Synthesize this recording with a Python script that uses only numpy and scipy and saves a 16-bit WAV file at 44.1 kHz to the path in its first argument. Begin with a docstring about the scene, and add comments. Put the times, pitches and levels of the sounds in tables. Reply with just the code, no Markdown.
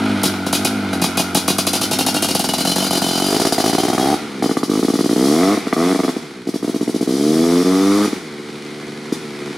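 """The tailpipe of a single-cylinder two-stroke quad barks, blipped at standstill on a forest track, then riding away.
Each firing sends a pressure pulse down the exhaust and rings the thin steel expansion chamber and the gas in it.
At light throttle only some crank turns fire and the rest puff; under load mostly every turn fires and the note smooths.
Intake gulps, piston slap and the rush of gears and chain lie beneath, and the trees scatter it all into a tail."""
import sys
import numpy as np
from scipy import signal
from scipy.fft import rfft, irfft
from scipy.io import wavfile
from scipy.ndimage import map_coordinates

SR = 44100
rng = np.random.default_rng(int(sys.argv[2]) if len(sys.argv) > 2 else 0)


def output_pcm(signal):
    """Save a mono or channel-first signal as 16-bit PCM at the path in sys.argv[1].

    Samples are clipped to [-1, 1] before scaling.
    """
    pcm = np.clip(np.atleast_2d(signal).T, -1, 1) * 32767
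    wavfile.write(sys.argv[1], SR, np.round(pcm).astype(np.int16))


N = 422037
TIME = np.arange(N) / SR
KERNEL = 4096  # length of an impulse response, samples
KERNEL_HZ = np.maximum(np.fft.rfftfreq(KERNEL, 1 / SR), 1)
IDLE_TURNS_PER_S = 50

# crank speed: [time_s, turns_per_s]
CRANK_SPEED = [(0, 53), (.22, 46.7), (.29, 49), (.5, 44.8), (.58, 50), (.68, 53.5), (.76, 51.5), (.92, 47),
               (1, 44.6), (1.6, 45.8), (1.9, 53), (2.2, 49.3), (2.45, 41.6), (2.85, 46.4), (3.15, 45.4),
               (3.4, 54.2), (3.65, 53.2), (4, 64), (4.14, 77.5), (4.65, 48), (4.8, 55.6), (5.17, 61),
               (5.3, 73), (5.38, 83.3), (5.54, 107), (5.75, 76.3), (5.92, 94.4), (6.1, 88), (6.45, 55),
               (6.7, 61.5), (7.1, 64), (7.27, 75.5), (7.41, 82), (7.63, 90), (7.9, 99), (8.06, 105),
               (8.28, 72.8), (9.1, 74), (9.16, 79), (9.29, 71.5), (9.57, 71)]
# the quad turns its tail to the listener: [time_s, view (0 side, 1 rear quarter, 2 rear)]
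VIEW_ANGLE = [(3, 0), (3.4, 1.05), (4.1, 0.85), (4.42, 1.49), (4.75, 1.62), (5.2, 1.78), (6.8, 1.8),
              (7.7, 1.8)]
# sound between firings: [time_s, puff_db, clatter_db (at idle speed)]
COASTING = [(0, -15.5, -23.5), (.2, -20.5, -22), (.35, -22.5, -26), (.62, -21, -25.5), (.72, -21, -27),
            (.95, -20, -24), (1.3, -24, -26), (1.6, -23.5, -29), (2.9, -24.5, -29.5), (3.3, -33, -29),
            (4.2, -26.5, -35), (4.4, -27, -35.5), (6.2, -32.5, -40.5), (6.45, -34.5, -41), (8.4, -32, -40),
            (8.9, -31, -40), (9.55, -28.5, -37.5)]
# radiation of the tailpipe: [frequency_hz, side_db, rear_quarter_db, rear_db]
TAILPIPE_COLOUR = [(40, -54, -34, -52), (84, -18.5, -11.5, -28.5), (137, -5, -8, -13),
                   (180, 0.5, -8.5, -4.5), (221, 1.5, -0.5, 1), (283.4, 1.5, 1.5, 4.5), (372, -8, -4.5, -1),
                   (454, -7, 1.5, -1.5), (530, 1, -5.5, -8.5), (688, 0, -3.5, -12), (842, -2.5, -5, -22.5),
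                   (956, -10, -19, -24.5), (1187, -12, -16, -14.5), (1620, -22.5, -23, -33),
                   (2000, -24, -36, -21.5), (2390, -25, -36, -31), (3850, -36, -35, -65),
                   (18000, -73, -57, -72)]
# standing waves along the exhaust: [frequency_hz, width_hz, level_db]
STANDING_WAVES = [(191.5, 38, -2), (285.7, 45, -3.5), (344, 37, -6), (664, 57, -7.5), (825, 82, -9.5)]
# hotter gas carries sound faster and raises the chamber's pitch: [time_s, pitch_ratio]
GAS_HEAT = [(1.55, .82), (2.05, .91), (2.4, .95), (2.75, 1), (3.75, 1), (4.05, 1.09), (4.65, .97), (5, .99),
            (5.45, 1.14), (6.1, 1.12), (6.65, .92), (7, .97), (7.45, 1.14), (8.05, 1.2)]
# broad modes of the gas in the chamber: [frequency_hz (at a pitch ratio of one), level_db]
CHAMBER_GAS = [(3035, 5), (3500, -7), (4130, 0), (4780, 2.5), (5650, -5.5)]
# modes of the chamber's steel wall: [frequency_hz, level_db]
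CHAMBER_WALL = [(2149, 3), (2492, -0.5), (2778, 3), (2880, -4), (3031, 4), (3208, -1.5), (3467, -5),
                (3709, -1), (3779, 1), (3990, -1.5), (4097, 1), (4284, -2), (4468, -8), (4770, 2),
                (4805, 1.5), (5437, -2), (6804, 2)]


def from_db(db):
    """Amplitude gain is ten to the power of decibels over twenty."""
    return 10 ** (np.asarray(db) / 20)


def unit(x):
    """Normalisation: the squares along the last axis sum to one."""
    return x / np.sqrt(np.sum(x ** 2, axis=-1, keepdims=True) + 1e-20)


def at_time(rows, s):
    """Linear interpolation of every column of a curve at the given times."""
    times, *columns = np.transpose(rows)
    return [np.interp(s, times, column) for column in columns]


def at_hz(rows, hz):
    """Interpolation of every column of a spectrum along logarithmic frequency."""
    points, *columns = np.transpose(rows)
    return np.array([np.interp(np.log(hz), np.log(points), column) for column in columns])


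def response(db):
    """Minimum phase: folding the cepstrum gives a causal impulse response of unit energy."""
    cepstrum = irfft(np.log(from_db(db)))
    cepstrum[..., 1:KERNEL // 2] *= 2
    cepstrum[..., KERNEL // 2 + 1:] = 0
    return unit(irfft(np.exp(rfft(cepstrum))))


def through(x, impulse):
    """Linear filtering: convolve with an impulse response; gives channels x N."""
    return signal.oaconvolve(np.atleast_2d(x), np.atleast_2d(impulse), axes=-1)[:, :N]


def high_pass(x, order, hz):
    """Butterworth filter: keep what lies above a frequency."""
    return signal.sosfilt(signal.butter(order, hz, "high", fs=SR, output="sos"), x)


def all_pass(x, hz, q):
    """Phase dispersion: delay the waves around a frequency without changing their level."""
    poles = signal.iirpeak(hz, q, SR)[1]
    return signal.lfilter(poles[::-1], poles, x)


def add(track, s, sound):
    """Superposition: mix a sound into a track at a time."""
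    i = int(np.clip(s * SR, 0, N - 1))
    track[i:i + len(sound)] += sound[:N - i]


def clicks(times, sizes):
    """Impulse train: one click of the given size at each time."""
    return np.bincount(np.clip(times * SR, 0, N - 1).astype(int), sizes, N)


def fading(power, t60_s):
    """Exponential decay: spread the energy of each click over time and return the amplitude."""
    keep = from_db(-120 / (t60_s * SR))  # power falls 60 dB in t60_s
    return np.sqrt(signal.lfilter([1 - keep], [1, -keep], power + 1e-18))


def stereo_noise(size, side_db):
    """Interaural coherence: white noise shared by both ears plus a side part of opposite sign."""
    mid, side = rng.standard_normal((2, size))
    return mid + from_db(side_db) * side * [[1], [-1]]


def rearward():
    """Directivity weight at every sample: zero from the side, one from the rear."""
    return at_time(VIEW_ANGLE, TIME)[0] / 2


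def crank(jitter_s):
    """Intermittent combustion: times of firing turns, hardness of their burn in dB, times of unfired turns."""
    # stretches of firing: [first_s, last_s, firing_turns, out_of_turns, hardness_db]
    firing_stretches = [(.236, .257, 1, 1, 0.5), (.466, .466, 1, 1, -12), (.53, .551, 1, 1, 0.5),
                        (.651, .651, 1, 1, 0.5), (.931, .931, 1, 1, -18), (1.019, 1.042, 1, 1, -0.5),
                        (1.175, 1.197, 1, 1, -1), (1.35, 1.35, 1, 1, 4), (1.372, 1.372, 1, 1, 0),
                        (1.482, 1.482, 1, 1, 3), (1.503, 1.503, 1, 1, -3), (1.586, 1.67, 1, 4, 1.5),
                        (1.735, 1.835, 2, 4, -1.5), (1.914, 2.246, 2, 4, 1), (2.287, 2.309, 1, 1, -2),
                        (2.351, 2.537, 1, 2, 1.7), (2.584, 2.607, 1, 1, 0), (2.652, 2.717, 1, 1, 0),
                        (2.762, 2.762, 1, 1, 3.5), (2.783, 2.865, 1, 1, 0), (2.909, 2.974, 1, 1, 1.5),
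                        (3.02, 3.02, 1, 1, 3), (3.042, 3.364, 1, 1, -.5), (3.398, 3.468, 2, 3, 1.5),
                        (3.523, 3.523, 1, 1, 5), (3.581, 3.6, 1, 1, 2), (3.641, 3.695, 1, 1, 1),
                        (3.73, 3.947, 2, 3, -0.5), (3.98, 4.14, 1, 1, 0), (4.423, 4.423, 1, 1, 3.5),
                        (4.441, 4.458, 1, 1, 0), (4.493, 4.511, 1, 1, -1), (4.569, 4.569, 1, 1, 3.5),
                        (4.631, 4.631, 1, 1, 2.5), (4.695, 4.792, 1, 1, -3), (4.828, 5.059, 2, 3, -0.5),
                        (5.093, 5.128, 1, 1, -0.5), (5.161, 5.422, 1, 1, -0.5), (5.432, 5.432, 1, 1, 4.5),
                        (5.443, 5.543, 1, 1, -1), (5.573, 5.573, 1, 1, -2.5), (5.669, 5.67, 1, 1, -5),
                        (5.727, 5.727, 1, 1, 5.5), (5.765, 5.925, 1, 1, -0.5), (5.947, 6.091, 2, 4, -1),
                        (6.164, 6.164, 1, 1, -9), (6.47, 6.556, 2, 4, 0), (6.627, 6.693, 2, 3, 0.5),
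                        (6.742, 7.025, 2, 4, 0), (7.074, 7.624, 1, 1, -0.5), (7.646, 8.055, 1, 1, -1),
                        (8.075, 8.128, 1, 5, -9), (9.122, 9.122, 1, 1, 1)]
    angle = np.cumsum(at_time(CRANK_SPEED, TIME)[0]) / SR  # turns

    def turns(start, end, firing=1, cycle=1):
        """Rotation: times equally spaced in crank angle, with a whole number of cycles."""
        a, b = np.interp([start, end], TIME, angle)
        count = max(round((b - a - firing + 1) / cycle), 0) * cycle + firing
        return np.interp(np.linspace(a, b, count), angle, TIME)

    fired, hardness, unfired, previous = [], [], [0], 0
    for first, last, firing, cycle, hardness_db in firing_stretches:
        firing, cycle = round(firing), round(cycle)
        stretch = turns(first, last, firing, cycle)
        fires = np.arange(len(stretch)) % cycle < firing
        fired += list(stretch[fires])
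        hardness += [hardness_db] * fires.sum()
        unfired += list(turns(previous, first)[1:-1])
        unfired += list(stretch[~fires])
        previous = stretch[-1]
    unfired += list(turns(previous, TIME[-1])[1:-1])
    fired, unfired = flywheel(np.array(fired), np.array(unfired))
    jitter = jitter_s * unsteadiness(fired) * rng.standard_normal(len(fired))
    return fired + jitter, np.array(hardness), unfired


def flywheel(fired, unfired):
    """Rotational inertia: the flywheel evens out the spacing of neighbouring turns."""
    turns = np.sort(np.concatenate([fired, unfired]))
    even = turns.copy()
    even[2:-2] = np.convolve(turns, np.array([1, 2, 3, 2, 1]) / 9, "valid")
    return np.interp(fired, turns, even), np.interp(unfired, turns, even)


def unsteadiness(times):
    """Cyclic variation: burns grow more even as the engine speeds up; one at idle speed."""
    return (IDLE_TURNS_PER_S / at_time(CRANK_SPEED, times)[0]) ** 1.3


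def burn(fired, hardness_db):
    """Combustion strength: boom, bark and ring in dB; a harder burn mostly adds bark."""
    # how a firing reaches the listener, energy per 10 ms: [time_s, boom_db, bark_db, ring_db]
    firing_levels = [(0, -15.5, -22, -16), (1.4, -14.5, -20, -15.5), (2.1, -17.5, -24.5, -17.5),
                     (3.15, -17, -25, -19.5), (3.55, -16, -23, -18.5), (4.1, -14.5, -22, -25.5),
                     (4.45, -12, -25.5, -25), (4.8, -11.5, -28, -24), (5.3, -11, -27.5, -22.5),
                     (5.5, -13, -23.5, -28), (6.1, -13.5, -23.5, -27), (6.47, -16, -39, -31),
                     (7.08, -12.5, -36.5, -27), (7.17, -15.5, -40, -27), (7.28, -10.5, -36, -26.5),
                     (7.45, -11.5, -31.5, -27), (8.05, -13, -25.5, -27), (9.1, -12.5, -41, -25.5)]
    boom_db, bark_db, ring_db = at_time(firing_levels, fired)
    # the first firing after a pause of 30 ms burns a fresher charge, which stands out most from the side
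    fresh = (np.diff(fired, prepend=0) > .03) * (1 - at_time(VIEW_ANGLE, fired)[0] / 2)
    return (boom_db + .25 * hardness_db,
            bark_db + hardness_db + 4 * fresh,
            ring_db + .58 * hardness_db + 1.1 * fresh)


def tailpipe(times, boom_db, bark_db, split_hz, uneven_db, bark_uneven_db,
             sweep_hz, sweep_q, droop_hz, droop_q):
    """Pulse radiation: each firing sends out a pressure pulse with a boom and a bark above it."""
    view = at_time(VIEW_ANGLE, times)[0]
    view_weights = np.maximum(1 - abs(view[:, None] - np.arange(3)), 0)
    shape = from_db(view_weights @ at_hz(TAILPIPE_COLOUR, KERNEL_HZ))
    upper = 1 / (1 + (split_hz / KERNEL_HZ) ** 8)
    chance = rng.standard_normal((len(times), 2)) * unsteadiness(times)[:, None]
    boom = from_db(boom_db + uneven_db * chance[:, 0])
    bark = from_db(bark_db + uneven_db * chance[:, 0] + bark_uneven_db * chance[:, 1])
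    colour = boom[:, None] * unit(shape * (1 - upper)) + bark[:, None] * unit(shape * upper)
    # toward the rear, a hard bark steepens into a crack: treble lift per dB of bark above -23.5 dB
    steep_db = 1.35 * np.maximum(bark_db + 23.5, 0) * view / 2
    treble = 1 / (1 + (1400 / KERNEL_HZ) ** 8)
    sung = colour * song(times) * from_db(steep_db[:, None] * treble)
    sung = sung * ragged(times, spread_db=2.5, low_hz=401, high_hz=3000, count=16)
    lift = np.linalg.norm(sung, axis=1) / np.linalg.norm(colour, axis=1)
    sizes = np.hypot(boom, bark) * lift
    out = np.zeros(N)
    for s, size, pulse in zip(times, sizes, response(20 * np.log10(sung))):
        add(out, s, size * np.sqrt(SR / 100) * pulse)  # level is per 10 ms
    # the silencer holds the lows back, so each pulse sweeps downward
    out = all_pass(out, sweep_hz, sweep_q)
    return all_pass(out, droop_hz, droop_q)


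def song(times):
    """Pipe resonance: under load the tuned pipe lifts a moving howl and a nasal buzz above it."""
    # the pipe's lift of each firing: [time_s, howl_hz, howl_db, buzz_db]
    pipe_song = [(2.6, 747, 0.5, 2), (3.4, 689, 2, 0), (4.1, 770, 9, 2), (4.45, 784, 6, 2),
                 (4.7, 716, -5, 5), (5.1, 690, 1.5, 0), (5.42, 690, 8.5, 4), (5.9, 690, 2.5, 1),
                 (6.5, 670, 5, -3), (7.4, 690.5, 5.5, 2.5), (7.7, 691, -1, 6), (8, 689, -4, 6.5)]
    howl_hz, howl_db, buzz_db = (column[:, None] for column in at_time(pipe_song, times))
    howl = np.exp(-(2 * (KERNEL_HZ - howl_hz) / 130) ** 2)  # 130 Hz wide
    buzz = np.exp(-(2 * (KERNEL_HZ - 1240) / 460) ** 2)  # 460 Hz wide
    return from_db(howl_db * howl + buzz_db * buzz)


def ragged(times, spread_db, low_hz, high_hz, count):
    """Spectral variation: a chance gain by frequency gives every burn a colour of its own."""
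    chance = rng.standard_normal((len(times), count)) * unsteadiness(times)[:, None]
    chance[:, 0] = 0  # the lows stay as they are
    spectrum = np.column_stack([np.geomspace(low_hz, high_hz, count), chance.T])
    return from_db(spread_db * at_hz(spectrum, KERNEL_HZ))


def pipe(x, rear_db, outlet_db):
    """Standing waves: part of each pulse stays in the pipe and rings on, heard best from beside it."""
    behind = rearward()
    ringing = sum(from_db(db) * signal.lfilter(*signal.iirpeak(hz, hz / width, SR), x)
                  for hz, width, db in STANDING_WAVES)
    return x * from_db(outlet_db * (1 - behind)) + ringing * from_db(rear_db * behind ** 2)


def rasp(times, bark_db, side_db, rear_db, t60_s, low_hz):
    """Jet turbulence: the outlet flow tears into a short burst of noise with each bark."""
    power = clicks(times, from_db(bark_db) ** 2 * SR / 100)  # level is per 10 ms
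    burst = fading(power, t60_s) * rng.standard_normal(N)
    cut_db = -10 * np.log10(1 + (low_hz / np.maximum(KERNEL_HZ, 100)) ** 8)
    beside, _, behind = through(burst, response(at_hz(TAILPIPE_COLOUR, KERNEL_HZ) + cut_db))
    away = rearward()
    return from_db(side_db) * beside * (1 - away) + from_db(rear_db) * behind * away


def blowdown(times, boom_db, side_db, rear_db, t60_s, low_hz):
    """Flow excitation: turbulent gas rushes out after each firing and keeps the pipe sounding roughly."""
    level_db = boom_db + np.interp(at_time(VIEW_ANGLE, times)[0], [0, 2], [side_db, rear_db])
    power = clicks(times, from_db(level_db) ** 2 * SR / 100)  # level is per 10 ms
    rush = high_pass(rng.standard_normal(N), 2, low_hz)
    return through(fading(power, t60_s) * rush, cavity(STANDING_WAVES))


def cavity(table):
    """Damped resonance: impulse response of a few decaying modes, of unit energy."""
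    t = TIME[:KERNEL]
    return unit(sum(from_db(db) * np.cos(2 * np.pi * hz * t) * np.exp(-np.pi * width * t)
                    for hz, width, db in table))


def chamber(times, ring_db, t60_s, gas_t60_s, wall_t60_s, swell_s, gas_db, wall_db, dense_db,
            hidden_db, wall_hidden_db, hiss_db, hiss_t60_s, crack_db, crack_t60_s, side_db):
    """Modal ringing: each firing excites the steel chamber and its gas, with a rush and a bright crack."""
    # broad colour of the chamber: [frequency_hz, side_db, rear_db]
    chamber_colour = [(900, -33, -36), (1900, -16, -18), (2450, -3.5, -9), (3340, -2.5, -1), (4700, 0, 1),
                      (5930, 0, 0.5), (7780, -7, -6), (9760, 0, -2), (12200, -7.5, -10),
                      (15300, -19.5, -24), (18000, -13, -17)]
    sizes = from_db(ring_db) * np.sqrt(SR / 100)  # level is per 10 ms
    t = TIME[:SR // 2]
    swell = 1 - np.exp(-t / swell_s)
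    dense = unit(stereo_noise(len(t), side_db) * swell * from_db(-60 * t / t60_s))
    # the clear ring fades as the chamber turns out of sight
    turned = (at_time(VIEW_ANGLE, times)[0] / 2) ** 2
    seen = sizes * from_db(hidden_db * turned)
    # gas and dense ringing run on a clock that speeds up with the heat, which also shortens their decay
    clock = np.cumsum(at_time(GAS_HEAT, TIME)[0]) / SR
    on_clock = np.interp(times, TIME, clock)
    gas_envelope = swell * from_db(-60 * t / gas_t60_s)
    rung = from_db(dense_db) * through(clicks(on_clock, seen), dense)
    rung = rung + from_db(gas_db) * struck(on_clock, seen, CHAMBER_GAS, gas_envelope)
    rung = np.array([map_coordinates(ear, [clock * SR], order=3) for ear in rung])
    # the steel keeps its pitch
    wall_sizes = sizes * from_db(wall_hidden_db * turned)
    wall_envelope = swell * from_db(-60 * t / wall_t60_s)
    wall = struck(times, wall_sizes, CHAMBER_WALL, wall_envelope, coupling(times))
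    rung = rung + from_db(wall_db) * wall
    # two decays in a row let the rush swell before it fades
    power = fading(clicks(times, sizes ** 2), hiss_t60_s) ** 2
    rush = from_db(hiss_db) * fading(power, hiss_t60_s / 3) * stereo_noise(N, side_db)
    # firings that ring below -12.5 dB crack disproportionately less
    hard = clicks(times, sizes ** 2 * from_db(2 * np.minimum(ring_db + 12.5, 0)))
    crack = from_db(crack_db) * fading(hard, crack_t60_s) * stereo_noise(N, side_db)
    total = rung + rush + high_pass(crack, 2, 7000)
    beside, behind = (through(total, h) for h in response(at_hz(chamber_colour, KERNEL_HZ)))
    away = rearward()
    return beside * (1 - away) + behind * away


def struck(times, sizes, table, envelope, gains=1, uneven_db=2.5):
    """Modal superposition: every blow strikes each mode with a strength and sign of its own."""
    pitches_hz, levels_db = np.transpose(table)
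    t = TIME[:len(envelope)]
    shape = len(times), len(table)
    signs = rng.choice([-1, 1], shape)
    uneven = from_db(uneven_db * rng.standard_normal(shape))
    strengths = signs * uneven * unit(from_db(levels_db)) * gains
    return sum(through(clicks(times, sizes * strength), unit(np.sin(2 * np.pi * hz * t) * envelope))
               for hz, strength in zip(pitches_hz, strengths.T))


def coupling(times):
    """Mode coupling: gain of each wall mode at each firing, greater while a gas mode lies close to it."""
    gas_hz = at_time(GAS_HEAT, times)[0][:, None, None] * np.array(CHAMBER_GAS)[:, 0]
    wall_hz = np.array(CHAMBER_WALL)[:, :1]
    near = np.exp(-(2 * (wall_hz - gas_hz) / 230) ** 2)  # 230 Hz wide
    return from_db(7.5 * near.max(axis=2))


def puffs(times, weight_db, uneven_db, rear_uneven_db, jitter_s, rear_jitter_s, lag_s):
    """Periodic pumping: a soft puff per turn hums between firings, less evenly as the tail turns to us."""
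    # colour of a puff: [frequency_hz, side_db, rear_db]
    puff_colour = [(30, -53, -48), (65, -27, -36), (88, -6, -28), (102.4, -2, -23), (121, -21, -6),
                   (148, -26, -3.5), (185, -4.5, -3), (208, 1, -2), (232.9, -4, -0.5), (259, 1, -2),
                   (306, -6.5, -4), (366, -11, 1.5), (440, -11, -1.5), (521, -13.5, -7), (640, -12, -19.5),
                   (1070, -31, -38), (2500, -40, -58), (7000, -70, -72), (20000, -90, -90)]
    rear = at_time(VIEW_ANGLE, times)[0] / 2
    side_db, rear_db = at_hz(puff_colour, KERNEL_HZ)
    colour_db = side_db * (1 - rear[:, None]) + rear_db * rear[:, None]
    chance = rng.standard_normal((len(times), 2))
    spread_db = np.interp(rear, [0, 1], [uneven_db, rear_uneven_db])
    spread_s = np.interp(rear, [0, 1], [jitter_s, rear_jitter_s])
    level_db = at_time(COASTING, times)[0] + weight_db + spread_db * chance[:, 0]
    # a puff carries the energy of one whole turn
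    sizes = from_db(level_db) * np.sqrt(SR / at_time(CRANK_SPEED, times)[0])
    out = np.zeros(N)
    for s, size, pulse in zip(times + lag_s + spread_s * chance[:, 1], sizes, response(colour_db)):
        add(out, s, size * pulse)
    return out


def baffles(x, low_hz, high_hz, q):
    """Dispersion: the silencer's baffles smear weak puffs into a drone."""
    for hz in np.geomspace(low_hz, high_hz, num=3):
        x = all_pass(x, hz, q)
    return x


def intake(times, weight_db, uneven_db, lag_s):
    """Cavity resonance: every turn gulps air and sets the airbox ringing."""
    # the airbox honks as the throttle opens on pulling away: [time_s, level_db]
    gulp_level = [(0, -52), (3.1, -34), (3.33, -20), (3.7, -20), (4.1, -25), (4.2, -42), (9.5, -68)]
    # airbox resonances: [frequency_hz, width_hz, level_db]
    airbox_modes = [(420, 85, 9.5), (790, 130, -8)]
    level_db = at_time(gulp_level, times)[0] + weight_db + uneven_db * rng.standard_normal(len(times))
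    sizes = from_db(level_db) * np.sqrt(SR / at_time(CRANK_SPEED, times)[0])
    return through(clicks(times + lag_s, sizes), cavity(airbox_modes))


def clatter(times, slap_t60_s, steady_share, side_db):
    """Impact noise: the piston slaps once a turn over the steady rush of gears and chain."""
    # colour of piston, gears and chain: [frequency_hz, close_db, far_db]
    clatter_colour = [(30, -20, -30), (95, -5, -4.5), (154, -7, 1), (229, -1, 8), (300, 2, 5.5),
                      (514, -2, 1), (765, 1, -3), (1134, -7.5, -2.5), (1413, 6, -2.5), (1755, -12.5, -4.5),
                      (2150, -4, 0), (2850, -8.5, -7), (4270, -11.5, -6.5), (7800, -25.5, -17.5),
                      (9940, -21.5, -17), (15200, -41, -39)]
    speed = at_time(CRANK_SPEED, TIME)[0]
    uneven = from_db(rng.normal(0, 5.3, len(times)))  # acts on power
    slap_power = clicks(times, SR / at_time(CRANK_SPEED, times)[0] * uneven)
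    slaps = fading(slap_power, slap_t60_s)
    envelope = np.sqrt(steady_share + (1 - steady_share) * slaps ** 2)
    noise = stereo_noise(N, side_db) * envelope
    close, far = (through(noise, h) for h in response(at_hz(clatter_colour, KERNEL_HZ)))
    away = rearward()
    # a faster engine clatters louder: 11.5 dB per doubling of speed
    level_db = at_time(COASTING, TIME)[1] + 11.5 * np.log2(speed / IDLE_TURNS_PER_S)
    return from_db(level_db) * (close * (1 - away) + far * away)


def forest(x, early_db, early_t60_s, late_db, late_t60_s, wide_hz, scatter_hz, bass_db, side_db):
    """Scattering: near trunks give a quick tail, far ones a long one; long waves mostly pass around them."""
    t = TIME[:SR]
    early = unit(from_db(-60 * t / early_t60_s) * np.minimum(t / 0.014, 1) ** 2)
    late = unit(from_db(-60 * t / late_t60_s) * np.minimum(t / 0.045, 1))
    tail = rng.standard_normal((2, SR)) * np.hypot(from_db(early_db) * early, from_db(late_db) * late)
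    treble = high_pass(tail, 2, scatter_hz)
    mid, side = treble + from_db(bass_db) * late * rng.standard_normal((2, SR))
    side = from_db(side_db) * high_pass(side, 1, wide_hz)
    return through(x, mid + side * [[1], [-1]])


def scene():
    """Common excitation: the crank times every source of the engine, and the trees answer."""
    fired, hardness_db, unfired = crank(jitter_s=.00007)
    turns = np.concatenate([fired, unfired])
    boom_db, bark_db, ring_db = burn(fired, hardness_db)
    exhaust = tailpipe(fired, boom_db + .2, bark_db + 0.66, split_hz=584, uneven_db=1.0, bark_uneven_db=2.0,
                       sweep_hz=405, sweep_q=0.91, droop_hz=200, droop_q=.65)
    # lag of the chamber ring behind the tailpipe, from the side and from the rear
    lag_s = np.interp(at_time(VIEW_ANGLE, fired)[0], [0, 2], [-.003, .003])
    ring = chamber(fired + lag_s, ring_db + rng.normal(0, 0.86, len(fired)),
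                   t60_s=0.15, gas_t60_s=0.083, wall_t60_s=0.19, swell_s=0.0054,
                   gas_db=-12.5, wall_db=-12.0, dense_db=-7, hidden_db=-7, wall_hidden_db=-14,
                   hiss_db=-4, hiss_t60_s=0.14, crack_db=-0.5, crack_t60_s=0.058, side_db=-16.5)
    # a firing breaks up the hum, so the puff of a fired turn is weaker
    pumping = puffs(turns, -9.5 * np.isin(turns, fired), uneven_db=1.0, rear_uneven_db=2.5,
                    jitter_s=.00006, rear_jitter_s=.0002, lag_s=0.00093)
    drone = baffles(pumping, low_hz=186.0, high_hz=372.4, q=2.4)
    # an unfired turn draws less air, so its gulp is weaker
    gulps = intake(turns, -7 * np.isin(turns, unfired), uneven_db=1.8, lag_s=0.00414)
    engine = from_db(-1.5) * clatter(turns, slap_t60_s=0.072, steady_share=0.69, side_db=-14.0) + gulps
    dry = from_db(-1.77) * pipe(exhaust + drone, rear_db=-7.5, outlet_db=-4.0) + engine
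    dry = dry + rasp(fired, bark_db, side_db=-9, rear_db=-6.5, t60_s=.034, low_hz=1000)
    dry = dry + blowdown(fired, boom_db, side_db=-4, rear_db=-19.5, t60_s=.09, low_hz=186)
    # from behind, the body hides the chamber and its ring comes more by way of the trees
    behind = rearward()
    direct = ring * from_db(-1.0 * behind) * from_db([[.8], [-.8]])  # a little louder on the first channel
    scattered = forest(dry + ring * from_db(5.2 * behind), early_db=-11.5, early_t60_s=0.078,
                       late_db=-17.5, late_t60_s=0.58, wide_hz=644, scatter_hz=570, bass_db=-15.5, side_db=-4.5)
    return dry + direct + scattered


def record(dry, top=0.86):
    """Recording chain: the camera filters out two narrow bands, rounds the peaks and cuts the top."""
    # camera's notch filters: [frequency_hz, width_hz, depth_db]
    camera_notches = [(575, 104, -30), (2662, 137, -14)]
    for hz, width_hz, depth_db in camera_notches:
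        band = signal.lfilter(*signal.iirpeak(hz, hz / width_hz, SR), dry)
        dry = dry - (1 - from_db(depth_db)) * band
    rounded = dry / (1 + (dry / top) ** 4) ** .25
    return signal.sosfilt(signal.ellip(10, .2, 80, 15700, fs=SR, output="sos"), rounded)


dry = scene()
out = record(dry)
output_pcm(out)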